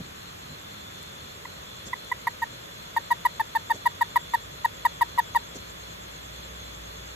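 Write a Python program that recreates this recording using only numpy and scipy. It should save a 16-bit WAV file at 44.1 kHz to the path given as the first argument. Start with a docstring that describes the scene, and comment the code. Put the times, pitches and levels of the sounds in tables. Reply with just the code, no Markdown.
"""Short clucks, close to the microphone: the release calls of a toad held in the hand by a wall at night.
Each is one puff through the vocal cords: a pop, then a sagging tone near 1 kHz with its octave and a buzz.
Fingers rub and bump now and then. Far off, crickets trill and chirp with their wings
over steady hiss, a low rumble and an engine that draws nearer."""
import sys
import numpy as np
from scipy import signal
from scipy.fft import rfft, irfft, next_fast_len
from scipy.io import wavfile
from scipy.ndimage import uniform_filter1d, map_coordinates

SR = 44100
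rng = np.random.default_rng(int(sys.argv[2]) if len(sys.argv) > 2 else 0)


def store_pcm(level_fs):
    """Save levels as 16-bit WAV."""
    pcm = np.round(np.clip(level_fs, -1, 1) * 32767).astype(np.int16)
    wavfile.write(sys.argv[1], SR, np.atleast_2d(pcm).T)


N = 315315
TIME = np.arange(N) / SR


def amp(db):
    """Decibels to gain."""
    return 10 ** (np.asarray(db) / 20)


def unit(x):
    """Scale to rms 1."""
    return x / np.sqrt(np.mean(x ** 2) + 1e-20)


def along(points, hz, column=1):
    """One column of a table read on a log-frequency axis."""
    table = np.transpose(points)
    return np.interp(np.log(hz + 1), np.log(table[0] + 1), table[column])


def wobble(rate):
    """A smooth random curve, rate knots a second."""
    return map_coordinates(rng.standard_normal(int(N * rate / SR) + 4), [TIME * rate])


def filtered(x, response):
    """x shaped by a response of frequency."""
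    size = next_fast_len(N + SR // 2)
    return irfft(rfft(x, size) * response(np.fft.rfftfreq(size, 1 / SR)), size)[..., :N]


def noise(spectrum, channels=1):
    """Noise of rms 1 with the given colour."""
    white = rng.standard_normal((channels, N))
    return unit(filtered(white, lambda hz: amp(along(spectrum, hz))))


def band(centre_hz, width_hz, channels=1):
    """Noise of rms 1 in one steep resonance."""
    white = rng.standard_normal((channels, N))
    return unit(filtered(white, lambda hz: 1 / (1 + ((hz - centre_hz) / width_hz) ** 4)))


def whine(hz, waver_hz, rate):
    """A tone of rms 1 whose pitch wanders, rate times a second."""
    return np.sqrt(2) * np.sin(2 * np.pi * np.cumsum(hz + waver_hz * wobble(rate)) / SR)


# The engine's low note as it draws nearer: t/s, level/dB
ENGINE_APPROACH = [(0, -66), (4.1, -64), (4.4, -57.5), (5.75, -55.5), (5.95, -54), (6.5, -48), (7.15, -49)]
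# Its higher lines at full strength: f/Hz, level/dB
ENGINE_LINES = [(100, -59), (170, -62)]

def far_engine(note_hz=58.6, lines_up_s=(4.4, 3.9)):
    """An engine in the distance: a low, nearly pure note with two faint higher lines."""
    level_db = np.interp(TIME, *np.transpose(ENGINE_APPROACH))
    lines = sum(amp(db) * whine(hz, .7, 5) for hz, db in ENGINE_LINES)
    return amp(level_db) * whine(note_hz, .8, 5) + np.interp(TIME, lines_up_s, [.5, 1]) * lines


# Rumble in the centre of the image: f/Hz, relative density/dB
RUMBLE_COLOUR = [(25, -24), (42, -8), (62, -4), (90, 0), (170, -2.5), (260, -9), (450, -11), (900, -85)]
# Steady centre hiss with a dip near 9.5 kHz: f/Hz, relative density/dB
MID_HISS_COLOUR = [(100, -57), (300, -29.5), (520, -8.5), (800, -14.5), (1200, -8), (1900, -9.5),
                   (2700, -12.5), (3700, -11), (4300, -17), (4900, -22.5), (6800, -14), (9500, -30.5),
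                   (12500, -18.5), (13800, -25), (14600, -108)]
# Steady wide hiss with a dip near 13 kHz: f/Hz, relative density/dB
SIDE_HISS_COLOUR = [(25, -16), (90, 0.5), (250, 0), (330, 4.5), (600, 6.5), (1050, 8.5), (1800, 2),
                    (2500, 2), (3700, 3), (4300, -3.5), (5000, -2), (7500, -19), (9800, -7), (13000, -23.5),
                    (15500, -10)]

def background(mid_db=-49, side_db=-44.5, rumble_db=-50.5, wall_db=-56, wash_db=-58.5, rise_db_per_s=.17):
    """Wide, steady hiss over a central rumble and the far engine."""
    low = far_engine() + amp(rumble_db + .29 * wobble(13)) * noise(RUMBLE_COLOUR)
    # low down by the wall the rumble is fuller; a hollow wash opens up as the microphone rises from the wall
    sheltered = np.exp(-(TIME / .98) ** 2)
    low += amp(wall_db) * sheltered * band(200, 105) + amp(wash_db) * (1 - sheltered) * band(512, 148)
    mid = amp(mid_db) * noise(MID_HISS_COLOUR) + low
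    side = amp(side_db + rise_db_per_s * (TIME - TIME.mean())) * noise(SIDE_HISS_COLOUR)
    return np.vstack([mid + side, mid - side])


def cricket(hz, width_hz, chirp_rate, chirp_s, sharpness, stroke_rate, direct, stroke_depth=.35, echo=.08):
    """Wing strokes grouped in chirps: part direct tone, the rest blurred to a narrow band by distance."""
    clock = TIME - chirp_s + .0012 * wobble(2.04)
    chirps = np.minimum(1.3 * np.abs(np.cos(np.pi * chirp_rate * clock)) ** sharpness, 1) + echo
    strokes = 1 + stroke_depth * np.cos(2 * np.pi * stroke_rate * clock)
    tone = np.sqrt(direct) * whine(hz, width_hz / 2, 2 * width_hz)
    blur = np.sqrt(1 - direct) * band(hz, width_hz, channels=2)
    return unit(chirps * strokes) * (tone + blur)


# One insect rasping in bouts: middle t/s, length/s, f/Hz, level/dB
RASP_BOUTS = [(0.95, 0.8, 3500, -51.5), (1.87, 0.57, 3440, -50.5), (2.95, 0.6, 3450, -57.5),
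              (4.05, 0.84, 3480, -54), (5.15, 0.88, 3400, -54.5), (6.553, 0.67, 3450, -55.5)]
# Four far crickets: f/Hz, width/Hz, chirp rate/Hz, t/s of one chirp, sharpness, stroke rate/Hz,
# direct share 0-1, opening level/dB, closing level/dB
FAR_CRICKETS = [(4175, 155, 3.9, 3.575, 1.5, 76, .02, -55.5, -57),
                (7370, 70, 9.42, 6.025, 3.5, 47, .4, -63, -59.5),
                (6490, 70, 8.6, 6.04, 3.5, 55, .4, -69, -58), (6810, 110, 8.9, 6.02, 2.4, 50, .1, -63, -63)]

def insects(trill_db=-55.5, trill_joins_s=2.45, chorus_db=-59, bout_width_hz=165):
    """A far chorus, a rasping insect and four chirping crickets; a nearer, fast triller joins in."""
    trill = cricket(hz=3430, width_hz=90, chirp_rate=28.6, chirp_s=6.22, sharpness=1,
                    stroke_rate=114, direct=.45, stroke_depth=.25, echo=.3)
    chorus = amp(chorus_db) * band(3410, 105, channels=2)
    out = chorus + amp(trill_db) * (TIME >= trill_joins_s) * trill
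    for s, length, hz, db in RASP_BOUTS:
        bout = np.exp(-(2 * (TIME - s) / length) ** 8)
        out += amp(db) * bout * band(hz, bout_width_hz, channels=2)
    for *song, opening_db, closing_db in FAR_CRICKETS:
        out += amp(np.linspace(opening_db, closing_db, N)) * cricket(*song)
    return out


# Fingers rubbing and bumping: t/s, half-length/s, thud level/dB, scuff level/dB, rustle level/dB
GRIP_SHIFTS = [(.008, 0.016, -30.5, -46, -62), (0.52, 0.033, -40, -55, -69), (0.792, 0.078, -56, -71, -69),
               (0.994, 0.045, -52, -60, -58), (1.874, 0.02, -49.5, -46, -43), (3.751, 0.026, -52, -43, -47),
               (5.554, 0.0042, -55, -39, -54), (5.564, 0.017, -54, -41.5, -42.5)]
# Dry rustle of skin: f/Hz, relative density/dB
RUSTLE_COLOUR = [(600, 2), (2000, -35), (4000, -1), (5000, 3), (7000, 11), (10000, -11), (15000, -30)]
# Tiny clicks of damp skin: t/s, level/dB
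SKIN_TICKS = [(1.03, -40), (2.048, -44), (2.2825, -48)]

def handling(tick_s=.0012):
    """Close to the microphone, each shift of the grip thuds, scuffs and rustles; damp skin ticks."""
    thud, scuff, rustle = band(163, 65), band(400, 300), noise(RUSTLE_COLOUR, channels=2)
    out = np.zeros((2, N))
    for s, half_length, thud_db, scuff_db, rustle_db in GRIP_SHIFTS:
        stroke = np.exp(-2 * ((TIME - s) / half_length) ** 2)
        out += stroke * (amp(thud_db) * thud + amp(scuff_db) * scuff + amp(rustle_db) * rustle)
    ticks = sum(amp(db) * np.exp(-((TIME - s) / tick_s) ** 2) for s, db in SKIN_TICKS)
    return out + ticks * band(10000, 5100, channels=2)


# Decay of the sound beside the wall: f/Hz, t60/s
WALL_DECAY = [(300, 0.028), (1500, 0.21), (10000, 0.0081)]

def wall_echoes(x, early_db=-29, tail_db=-29):
    """Hand, ground and wall send a few weak echoes to the microphone, then a short, dull tail."""
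    hz, t, spectra = signal.stft(rng.standard_normal((2, SR // 2)), SR, nperseg=256)
    decay = amp(-60 * t / along(WALL_DECAY, hz)[:, None])
    tail = signal.istft(spectra * decay, SR, nperseg=256)[1]
    response = amp(tail_db) * tail / np.linalg.norm(tail[0])
    delays = (rng.uniform(.002, .014, (2, 6)) * SR).astype(int)
    response[np.arange(2)[:, None], delays] += amp(early_db) * rng.choice([-1, 1], delays.shape)
    return signal.fftconvolve(x, response, axes=1)[:, :N]


def pulse(age):
    """A quick rise from age 0 to a peak of 1 at age 1, then a decay."""
    age = np.maximum(age, 0)
    return age ** 2 * np.exp(2 * (1 - age))


def throat_knock(t, hz=1250, ring_s=.0016, relative_db=-18, pan_db=-7, left_lead_rad=-2):
    """The short hollow ring of the throat as the cords part, louder on the right."""
    side = np.array([[.5], [-.5]])
    phase = 2 * np.pi * hz * t + side * left_lead_rad + rng.uniform(0, 2 * np.pi)
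    return amp(relative_db + pan_db * side) * pulse(t / ring_s + .5) * np.sin(phase)


# The clucks' stereo image: f/Hz, left minus right level/dB, left lead/rad
CLUCK_IMAGE = [(1000, 4.3, -.95), (1750, -8.3, 0), (2000, -8.3, 0), (2800, 2, -2.2), (3800, 0, -1.1),
               (4700, -3, -2), (5700, 0, -1.7), (7000, 0, 0), (8600, 0, 1.6), (9600, 0, 3.1), (11800, 0, 6),
               (13000, 0, 6.6), (14000, 0, 9)]

def in_stereo(strength, phase, harmonic_hz, s, turn_s=(2.45, 2.95)):
    """A cluck's harmonics summed in stereo, each with its own left-right level and phase."""
    pan_db = along(CLUCK_IMAGE, harmonic_hz)
    lead = along(CLUCK_IMAGE, harmonic_hz, column=2)
    # the fundamental sits near the centre until the toad is turned in the hand
    turned = np.interp(s, turn_s, [0, 1])
    pan_db[0] *= (1 + turned) / 2
    lead[0] *= turned
    return np.array([np.sum(strength * amp(side * pan_db) * np.cos(phase + side * lead), axis=0)
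                     for side in (.5, -.5)])


def cord_pitch(pitch_hz, s, progress, pop, since_pop, crest=.19, sag_ends=.88):
    """The pitch lifts a little with the pressure, falls as the air runs out and levels off."""
    sag = 1.7 * (np.minimum(progress, sag_ends) - crest) ** 2 - .2
    sag_scale = 73 + 19.6 * (s - 4)  # deeper as the toad keeps calling
    # the cords are tautest at the instant they part, then slacken for a moment
    taut = np.exp(-(since_pop / .0013) ** 2)
    slack = np.exp(-((since_pop - .0025) / .0013) ** 2)
    return np.abs(pitch_hz + 130 * pop * (taut - slack) - sag_scale * sag)


# Buzz of the vocal cords, from the third harmonic up: f/Hz, relative level/dB per harmonic
CORD_BUZZ = [(2800, -29), (3700, -24.5), (4000, -32), (4650, -26), (5100, -40.5), (5700, -37),
             (7500, -36.5), (8700, -34), (9600, -23.5), (10400, -41), (11500, -25), (12600, -27.5),
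             (13600, -40)]

def cluck(t, s, length, pitch_hz, db, octave_db, pop, pop_lead, jitter, grit, rasp, octave_rise_db=4.5):
    """One puff of air through the vocal cords: a pop as they part, then a swelling tone that sags."""
    progress = np.clip(t / length, 0, 1)
    since_pop = t + pop_lead
    hz = cord_pitch(pitch_hz, s, progress, pop, since_pop)
    phase = 2 * np.pi * np.cumsum(hz * (1 + jitter)) / SR
    pressure = np.abs(np.sin(np.pi * progress ** .85))  # peaks a little before the middle
    opening = pop * pulse(since_pop / .0016 + 1)
    tone = np.hypot(pressure ** .8, opening)
    plateau = np.abs(np.sin(np.pi * progress)) ** .35
    octave = amp(octave_db + octave_rise_db * (progress - 1)) * np.hypot(plateau, opening)
    # the cords snap shut once a cycle; the highest harmonics need the most pressure
    k = np.arange(1, 16)[:, None]
    buzz = amp(along(CORD_BUZZ, k * hz)) * (pressure ** (.12 * k) + opening) * (-1.) ** k
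    strength = np.vstack([tone * (1 + grit / 6), octave * (1 + grit / 3), buzz[2:] * (1 + grit)])
    # the throat cannot start or stop within less than about a cycle
    strength = uniform_filter1d(strength, size=50, axis=1)
    voiced = in_stereo(strength, k * phase, k * pitch_hz, s)
    return amp(db) * (voiced + np.sqrt(pop) * throat_knock(since_pop) + (pressure + opening) * rasp)


# The toad's clucks: t/s, length/s, f/Hz, level/dB, octave over the tone/dB, pop size 0-1, pop lead/s
RELEASE_CALLS = [(1.453, 0.0071, 1006.0, -31.8, -0.8, 0.31, 0.0004),
                 (1.9305, 0.011, 999.0, -23.2, 1.2, 0.08, 0.0),
                 (2.1151, 0.0144, 985.0, -20.2, -0.1, 0.05, -0.0004),
                 (2.2693, 0.0169, 964.0, -18.0, -3.1, 0.68, -0.003),
                 (2.4205, 0.0217, 934.0, -20.6, -2.4, 0.35, 0.0008),
                 (2.9642, 0.0213, 932.0, -16.4, -6.5, 0.64, -0.0012),
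                 (3.1077, 0.0242, 957.0, -13.4, -7.7, 0.34, 0.0014),
                 (3.2507, 0.0211, 973.0, -12.4, -8.7, 0.34, -0.0024),
                 (3.3978, 0.0206, 912.0, -17.2, -6.2, 0.71, 0.0),
                 (3.5525, 0.0237, 912.0, -16.7, -6.6, 0.58, 0.0006),
                 (3.702, 0.0234, 926.0, -15.2, -6.4, 0.34, 0.0023),
                 (3.8578, 0.0209, 960.0, -12.4, -7.7, 0.24, 0.0013),
                 (4.0107, 0.021, 946.0, -13.7, -6.8, 0.37, -0.0),
                 (4.1585, 0.02, 971.0, -11.8, -8.7, 0.56, -0.0009),
                 (4.337, 0.0213, 945.0, -14.4, -7.1, 0.46, -0.0004),
                 (4.6453, 0.0173, 947.0, -13.5, -7.5, 0.05, 0.0002),
                 (4.8503, 0.0205, 954.0, -11.7, -8.5, 0.41, -0.002),
                 (5.013, 0.0207, 953.0, -12.0, -9.4, 0.54, 0.0015),
                 (5.1818, 0.0228, 951.0, -12.3, -9.1, 0.36, 0.0035),
                 (5.3532, 0.0239, 944.0, -13.1, -9.1, 0.48, 0.0035)]

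def toad(pitch_jitter=.006, grit_depth=.22, rasp_relative_db=-44):
    """The toad in the hand, close up: series of clucks, each a little unsteady in pitch and strength."""
    voice = np.zeros((2, N))
    jitter, grit = pitch_jitter * wobble(1200), grit_depth * wobble(1500)
    rasp = amp(rasp_relative_db) * band(8950, 5500, channels=2)  # air hissing between the cords
    for s, *call in RELEASE_CALLS:
        span = slice(int((s - .01) * SR), int((s + .04) * SR))
        voice[:, span] += cluck(TIME[span] - s, s, *call, jitter[span], grit[span], rasp[:, span])
    return voice


def scene():
    """Toad and hand close to the microphone, the wall nearby, insects far off, over hiss and rumble."""
    calls = toad()
    return calls + wall_echoes(calls) + handling() + insects() + background()


def record(dry, top_hz=15800):
    """The recorder keeps nothing above its band limit."""
    return filtered(dry, lambda hz: hz < top_hz)


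dry = scene()
out = record(dry)
store_pcm(out)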